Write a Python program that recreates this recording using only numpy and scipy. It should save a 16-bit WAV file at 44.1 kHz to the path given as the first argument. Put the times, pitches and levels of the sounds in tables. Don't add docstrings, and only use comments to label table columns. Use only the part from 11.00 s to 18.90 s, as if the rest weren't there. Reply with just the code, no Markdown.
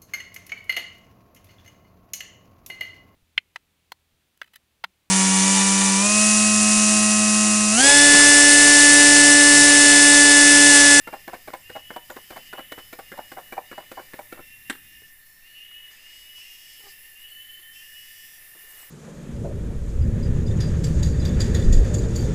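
import sys
import numpy as np
from scipy import signal
from scipy.fft import rfft, irfft, next_fast_len
from scipy.io import wavfile
from scipy.ndimage import map_coordinates

SR = 44100
rng = np.random.default_rng(int(sys.argv[2]) if len(sys.argv) > 2 else 0)


def put_to_file(sound):
    columns = np.atleast_2d(sound).T
    safe = np.clip(columns, -1, 1)
    whole_steps = np.round(safe * 32767)
    wavfile.write(sys.argv[1], SR, whole_steps.astype(np.int16))


N = 348373


def amp(db):
    return 10 ** (np.asarray(db) / 20)


def unit(x):
    return x / np.sqrt(np.mean(x ** 2) + 1e-20)


def along(points, hz):
    f, v = np.transpose(points)
    return np.interp(np.log(hz + 1), np.log(f + 1), v)


def spectrum(points):
    return lambda hz: amp(along(points, hz))


def curves(rows):
    s, *cols = np.transpose(rows)
    return [np.interp(np.arange(N) / SR, s, c) for c in cols]


def wobble(rate_hz, size=N):
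    knots = rng.standard_normal(int(size * rate_hz / SR) + 4)
    return map_coordinates(knots, [np.arange(size) * rate_hz / SR])


def filtered(x, response):
    m = next_fast_len(len(x) + 8192)
    return irfft(rfft(x, m) * response(np.fft.rfftfreq(m, 1 / SR)), m)[:len(x)]


def hiss(response, size=N):
    return unit(filtered(rng.standard_normal(size), response))


def add(track, s, sound):
    at = track[max(round(s * SR), 0):][:len(sound)]
    at += sound[:len(at)]


def gate(size, rise_s, fall_s):
    t = np.arange(size) / SR
    return np.clip(t / rise_s, 0, 1) * np.clip(t[::-1] / fall_s, 0, 1)


def onset(t, rise_s):
    return 1 - np.exp(-t / rise_s)


def contacts():
    # time in seconds, strength in relative dB, middle ring over it in dB, sharpness in dB.
    strikes = [(0.076, -33.5, 3.5, -0.5), (.129, -36, 7, -1), (.139, -35, 8, -4), (0.2804, -33, 0.5, -0.5),
               (.322, -47, -18, -20), (0.3341, -38, 7.5, 1), (.3431, -35.5, -10, -2),
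               (0.4796, -33.5, 2.5, -1), (.537, -33.5, 7.5, 2.5), (0.6999, -37, -2.5, -1),
               (.7538, -42, 13, 0), (.764, -37, 6.5, -1), (0.9076, -34, -3, -8), (0.9648, -37.5, 8.5, 2),
               (1.103, -34.5, 5, -2), (1.1664, -36, 5.5, 0), (1.307, -36.5, -3, 1), (1.3256, -45, 5, 0),
               (1.3637, -38.5, 2.5, -4), (1.3691, -39.5, 9, 3), (1.5337, -35, 5, 0), (1.5825, -43.5, 15, 4),
               (1.5949, -36, -7, -6), (1.721, -33.5, -4.5, 2.5), (1.7791, -40, -1, -28),
               (1.7857, -41.5, 4, 7), (1.931, -35.5, -2, 6.5), (1.9906, -41, 9.5, 2.5),
               (2.1224, -32.5, -15, -8), (2.1379, -48, 7.5, -2), (2.1719, -50, 4, -8),
               (2.1783, -52.5, 22, 13), (2.1887, -38, 11.5, -19), (2.319, -37.5, -0.5, 1.5),
               (2.3713, -38, 8, -19), (2.384, -42.5, 12, 3), (2.5251, -31.5, -0.5, -1.5),
               (2.572, -45, 11, -14), (2.5795, -36, 11, -3), (2.7157, -35, -12, -3.5),
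               (2.7295, -42, 0.5, -5), (2.783, -40, 10, 0.5), (2.8032, -46, 5, 0), (2.9181, -36, -6.5, 1.5),
               (2.9763, -38.5, 12, -17), (2.995, -36, 1.5, -28), (3.1365, -37, -0.5, 0),
               (3.1919, -37.5, 8, -3), (3.326, -33.5, -5, -1), (3.3773, -51, 8, 2),
               (3.3929, -37.5, -5, -40)]
    delay_s, delay_log_spread, late_db, scatter_db = 0.015, .4, -20, 5
    s, *levels = np.transpose(strikes)
    chance = rng.standard_normal((len(s), 4))
    late_levels = np.transpose(levels) + [late_db, 0, 0] + scatter_db * chance[:, 1:]
    late_s = s + delay_s * np.exp(delay_log_spread * chance[:, 0])
    return list(strikes) + list(np.column_stack([late_s, late_levels]))


def pot():
    # nominal mode in Hz, relative level in dB, 60 dB decay in seconds.
    modes = [(269, -5, 0.042), (353, 2, 0.037), (513, -6.5, 0.098), (621.4, -3.5, 0.057), (770, 1, 0.038),
             (955, -6.5, 0.026), (1033, -9, 0.074), (1429, 4, 0.029), (1704, -2, 0.055), (2185, 1, 0.037),
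             (2486, -14, 0.051)]
    upper_over_db, upper_follows, tick_over_db, spit_over_db = -1, 0.13, -13, -8.5
    out, t = np.zeros(N), np.arange(SR // 8) / SR
    hz, level_db, t60_s = np.transpose(modes)[:, :, None]
    for s, low_db, middle_over_db, sharp_db in contacts():
        middle_db = low_db + middle_over_db
        upper_db = low_db + upper_over_db + upper_follows * sharp_db
        tick_db = low_db + tick_over_db + sharp_db
        spit_db = low_db + spit_over_db + sharp_db

        chance = rng.standard_normal((3, len(modes), 1))
        struck_db = np.where(hz < 580, low_db, np.where(hz < 1200, middle_db, upper_db))
        swing = np.sin(2 * np.pi * hz * (1 + 0.048 * chance[1]) * t + 0.83 * chance[2])
        decay = amp(struck_db + level_db + 2.6 * chance[0] - 60 * t / t60_s)
        ring = (decay * swing).sum(axis=0) * onset(t, 0.0027)

        patter_colour = [(150, low_db - 6), (350, low_db), (850, middle_db), (1800, upper_db - 1.5),
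                         (3500, tick_db - 4.5), (12000, spit_db - 17.5)]
        grains = rng.standard_normal(len(t)) * amp(6 * wobble(500, size=len(t)))
        grains = unit(grains) * amp(-60 * t / 0.095) * onset(t, 0.0036)
        patter = filtered(grains, spectrum(patter_colour))

        tick_colour = [(2500, tick_db), (3800, tick_db + 3.5), (6000, tick_db - 10.5), (8500, tick_db),
                       (11000, spit_db - 13), (14500, spit_db - 2.5), (16000, spit_db + 5)]
        grit = rng.standard_normal(len(t)) * amp(4.2 * wobble(924, size=len(t)) - 60 * t / 0.066)
        tick = filtered(grit, spectrum(tick_colour))

        add(out, s - .0015, amp(2.0) * ring + amp(4.5) * tick)
        add(out, s - .006, amp(11.0) * patter)
    return out


def set_down():
    # time in seconds, relative level in dB.
    hits = [(3.698, -18.5), (3.705, -24.5), (3.727, -34.5), (3.7516, -42)]
    # frequency in Hz, relative level in dB.
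    colour = [(94, -41), (160, -15.5), (301, 1), (635, -29), (814, -12.5), (1110, -14), (1390, -8),
              (1820, -1.5), (2380, -18.5), (3620, -14.5), (4820, -29), (5210, -23), (6430, -30),
              (8400, -19.5), (15500, -39)]
    out, t = np.zeros(N), np.arange(SR // 4) / SR
    for s, db in hits:
        decay = amp(-60 * t / 0.039) + amp(-25.0 - 60 * t / 0.22)
        fade = decay * onset(t, 0.00017)
        add(out, s, amp(db - 0.5) * fade * hiss(spectrum(colour), size=len(t)))
    return filtered(out, lambda f: f ** 4 / (f ** 4 + 150 ** 4))


def bamboo():
    # time in seconds, relative level in dB, pitch in Hz.
    knocks = [(4.019, -53.5, 410), (4.713, -48.5, 1350), (4.909, -50, 1260), (5.38, -46, 1190),
              (5.79, -63, 423), (6.199, -57, 1190), (6.319, -54, 1070), (6.591, -59, 350),
              (7.549, -47, 348), (7.639, -57, 417), (7.799, -49, 810), (7.828, -46, 800)]
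    # time in seconds, mean slips per second, relative level in dB.
    creak = [(5.79, 460, -71), (5.846, 400, -67), (5.86, 440.0, -56.5), (5.882, 380, -53), (5.91, 400, -84)]
    decay_cycles = 35
    puff_colour = [(.3, -10), (.6, 0), (1, 5.5), (1.6, -6), (4, -5), (20, -30)]
    out, t = np.zeros(N), np.arange(SR // 8) / SR
    for s, db, hz in knocks:
        puff = hiss(lambda f: amp(along(puff_colour, f / hz)), size=len(t))
        fade = amp(db + 3.0 - 60 * t * hz / decay_cycles) * onset(t, 0.001)
        add(out, s, fade * (120 / hz * np.sin(2 * np.pi * hz * t) + 0.43 * puff))

    rate_hz, db = curves(creak)
    phase = 2 * np.pi * np.cumsum(rate_hz * (1 + 0.047 * wobble(200))) / SR
    slips = np.sin(phase) + np.sin(2 * phase) + 0.66 * np.sin(3 * phase) + 0.27 * np.sin(4 * phase)
    rough = amp(db + 4.9 * wobble(300)) * slips
    a, b = round(creak[0][0] * SR), round(creak[-1][0] * SR)
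    out[a:b] += rough[a:b] * gate(b - a, 0.011, 0.013)
    return out


def whines():
    # start in seconds, end in seconds, first pitch in Hz, goal pitch in Hz, climb time constant in
    # seconds, drift in Hz per second, relative level at the middle in dB, change from start to end in dB.
    calls = [(0, .36, 2746, 2790, .12, 0, -53.5, -7), (.3, .7, 2876, 2930, .23, 40, -63, -3),
             (.62, 1.07, 2699, 2919, .084, 160, -48, -2), (1.17, 1.75, 2872, 2988, .088, 140, -60, -10),
             (1.37, 1.88, 2591, 2924, .067, 140, -52, 10), (2, 2.62, 2791, 2955, .256, -10, -57, 0),
             (2.62, 3.05, 2791, 2982, .115, -20, -55, 3), (3.3, 4.05, 2667, 2831, .47, 20, -54, -6),
             (3.92, 4.2, 2835, 2965, .29, 160, -62, -10), (4.42, 4.95, 2630, 2935, .049, 90, -58, -9),
             (4.55, 4.96, 2720, 2929, .083, -10, -50, -5), (4.8, 4.96, 2732, 2943, .075, 20, -59, 8),
             (4.97, 5.5, 2565, 2878, .047, 125, -50, -1), (5.41, 5.9, 2640, 2789, .02, 470, -53, -7),
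             (5.62, 6.15, 2793, 2841, .12, 100, -62, 2), (5.9, 6.75, 2641, 2769, .08, 160, -64, -16),
             (6.15, 6.85, 2733, 2964, .062, 160, -51, -4), (6.75, 7.33, 2652, 2926, .081, 50, -54, -12),
             (7.4, 7.9, 2597, 2852, .083, 125, -60, 5)]
    arch_db, low_pitch_db = 1.5, -3
    out = np.zeros(N)
    for start, end, first_hz, goal_hz, climb_s, drift_hz_per_s, db, change_db in calls:
        n = round((end - start) * SR)
        t = np.arange(n) / SR
        low = np.exp(-t / climb_s)
        pitch_hz = goal_hz - (goal_hz - first_hz) * low + drift_hz_per_s * t + 6 * wobble(70, size=n)
        click = 2 * np.pi * np.cumsum(pitch_hz) / SR / 10
        tone = np.sin(10 * click) + amp(-13) * np.sin(9 * click) + amp(-17.5) * np.sin(11 * click)
        place = t / t[-1]
        swell_db = db + low_pitch_db * low + change_db * (place - .5) - arch_db * (2 * place - 1) ** 2
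        flutter_db = 2.5 * wobble(22, size=n) + 2 * wobble(60, size=n)
        add(out, start, amp(swell_db + flutter_db + 3.0) * gate(n, 0.0037, 0.08) * tone)
    return out


def buzzes():
    # start in seconds, end in seconds, click pairs per second, lag of the second click as a share
    # of the period, drum size factor, blur share 0-1, relative level in dB.
    calls = [(0, .98, 150, .5, 1, .95, -63), (1.03, 1.52, 156.34, .485, 1.02, .3, -57.5),
             (1.73, 2.36, 154.7, .485, 1, .3, -63), (2.64, 3.1, 145.34, .5, 1.03, .2, -63),
             (3.4, 4.13, 145.5, .5, .95, .8, -65), (4.2, 4.7, 142.24, .485, 1.15, .1, -69),
             (4.25, 4.66, 142.1, .5, .94, .1, -69), (4.9, 5.45, 145.38, .5, 1, .2, -57),
             (5.35, 5.9, 148.34, .5, .95, .3, -58), (5.42, 5.95, 141.4, .485, 1.02, .5, -59),
             (5.93, 6.27, 150.32, .49, 1, .2, -64), (6.27, 6.66, 141.86, .48, 1.15, .2, -66),
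             (6.72, 7.41, 144.88, .4865, .95, .15, -58), (7.4, 7.9, 144.5, .5, 1, .3, -67)]
    # frequency in Hz, relative level in dB.
    body = [(2100, -28), (2400, -2), (2900, -10.5), (3150, -2), (3500, -17.5), (4250, -10.5), (4700, -6),
            (5100, 0.5), (5600, -8.5), (6100, -10), (7000, -10.5), (8200, -8), (9500, -41)]
    k = np.arange(14, 62)[:, None]
    out = np.zeros(N)
    for start, end, rate_hz, lag, bulk, share, db in calls:
        n = round((end - start) * SR)
        t = np.arange(n) / SR
        phase = 2 * np.pi * np.cumsum(rate_hz + 0.082 * wobble(10.75, size=n)) / SR
        pair = np.abs(1 + .7 * np.exp(2j * np.pi * k * lag))
        knots = amp(2.5 * rng.standard_normal((len(k), int(7 * n / SR) + 2)))
        fading = np.array([np.interp(np.linspace(0, len(row) - 1, n), np.arange(len(row)), row)
                           for row in knots])
        strength = pair * amp(along(body, k * rate_hz * bulk)) * fading
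        lines = (strength * np.sin(k * phase + 2 * rng.standard_normal(k.shape))).sum(axis=0)
        blur = hiss(lambda f: amp(along(body, f * bulk)), size=n)
        flare = .45 * np.exp(-((t - (end - start) + .05) / .03) ** 2)
        swell = amp(db + 3.0 + 2.0 * wobble(10.36, size=n)) * gate(n, 0.017, 0.033)
        add(out, start, swell * ((1 - share) * unit(lines) + (share + flare) * blur))
    return out


def chips():
    # time in seconds, relative level in dB, pitch in Hz.
    notes = [(0.5691, -48, 8540), (0.61, -47, 7500), (1.11, -40.5, 7020), (4.9294, -51, 6660),
             (5.4231, -46, 8530), (6.2094, -51, 8040), (6.2994, -50, 8000), (6.3294, -54, 9600),
             (6.7594, -46, 8000), (7.5494, -48, 8700), (7.6994, -46, 8160), (7.7694, -48, 9330),
             (7.7894, -44, 8400), (7.8194, -42, 8000)]
    out, t = np.zeros(N), np.arange(SR // 12) / SR
    for s, db, hz in notes:
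        note = hiss(lambda f: 1 / (1 + ((f - hz) / 250) ** 2), size=len(t))
        add(out, s, amp(db - 5 - 60 * t / 0.074) * onset(t, 0.0015) * note)
    return out


def chorus():
    # time in seconds, lowest band in dB, overtones in dB.
    levels = [(0, -57, -56), (.75, -62.5, -58), (.94, -60, -54.5), (1.78, -60, -54), (2.44, -57, -56.5),
              (3.06, -61, -60), (3.3, -57.5, -54), (3.89, -57.5, -53), (4.53, -59, -57.5),
              (4.88, -57.5, -58.5), (5.04, -60, -69), (5.21, -62, -56), (5.43, -63, -53.5), (5.9, -57, -52),
              (6.73, -54, -50.5), (7.9, -55, -50.5)]
    overtones_db = [-46, -17.5, -9.5, -8, 2, 1.5, 0]
    pitch_hz = 1848.4
    low_db, high_db = curves(levels)

    def band(f, k, width_hz):
        return 1 / (1 + ((f - k * pitch_hz) / (k * width_hz)) ** 2)

    low = hiss(lambda f: band(f, 0.97, 49)) * amp(0.6 * wobble(8.2) + 0.23 * wobble(35))
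    high = hiss(lambda f: sum(amp(db) * band(f, k, 67) for k, db in enumerate(overtones_db, start=2)))
    high_flicker_db = 0.4 * wobble(6) + 0.74 * wobble(40)
    return amp(low_db) * unit(low) + amp(high_db + high_flicker_db) * high


def air():
    # time in seconds, level in dB.
    leaves_level = [(0, -53), (.97, -54.5), (3.23, -50), (3.43, -54), (4.18, -58), (4.93, -52.5),
                    (6.42, -55.5), (7.57, -54.5), (7.79, -45.5), (7.9, -49.5)]
    # frequency in Hz, relative level in dB.
    leaves_colour = [(150, -17), (300, -2.5), (1000, -1.5), (2000, 1), (3500, -7), (4400, -3.5), (5200, -1),
                     (6300, -3), (10000, -1), (15500, 5)]
    # time in seconds, level in dB.
    haze_level = [(0, -58.5), (1.12, -58.5), (1.54, -55), (1.8, -58), (3.94, -57.5), (4.33, -64),
                  (4.6, -57), (5.3, -56), (6.29, -58), (7.9, -57)]
    # frequency in Hz, relative level in dB.
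    haze_colour = [(1450, -39), (1700, -5.5), (1950, -0.5), (2070, 3.5), (2200, -4), (2600, -6), (2950, 1),
                   (3200, -17), (3600, -3.5), (4200, -20)]
    # frequency in Hz, relative level in dB.
    rumble_colour = [(30, -15), (55, -3.5), (120, -3.5), (220, -9.5), (350, -17.5), (600, -50)]
    # frequency in Hz, relative level in dB.
    buffet_colour = [(8, 1), (15, 0), (30, -24), (50, -10), (90, -68)]
    rumble_db = np.interp(np.arange(N) / SR, (4.05, 4.1), (-65, -72.5))
    leaves = amp(curves(leaves_level)[0] + wobble(4)) * hiss(spectrum(leaves_colour))
    haze = amp(curves(haze_level)[0] + 0.9 * wobble(15)) * hiss(spectrum(haze_colour))
    rumble = amp(rumble_db + 0.54 * wobble(3.58)) * hiss(spectrum(rumble_colour))
    buffet = amp(-61 + 0.94 * wobble(1.48)) * hiss(spectrum(buffet_colour))
    return leaves + haze + rumble + buffet


def trees(x, t60_s, wet_db):
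    t = np.arange(SR // 2) / SR
    tail = rng.standard_normal(len(t)) * amp(-60 * t / t60_s)
    return x + amp(wet_db) * signal.fftconvolve(x, tail / np.linalg.norm(tail))[:N]


def scene():
    near = trees(pot() + set_down() + bamboo(), t60_s=0.24, wet_db=-15)
    far = trees(whines(), t60_s=0.75, wet_db=-5)
    far = far + trees(buzzes() + chips(), t60_s=1.0, wet_db=-8)
    return (near + far + chorus() + air())[None]


def record(dry):
    top_hz = 15520
    return filtered(dry[0], lambda hz: amp(-70 * np.clip((hz - top_hz) / 250 + .3, 0, 1.5)))[None]


dry = scene()
out = record(dry)
put_to_file(out)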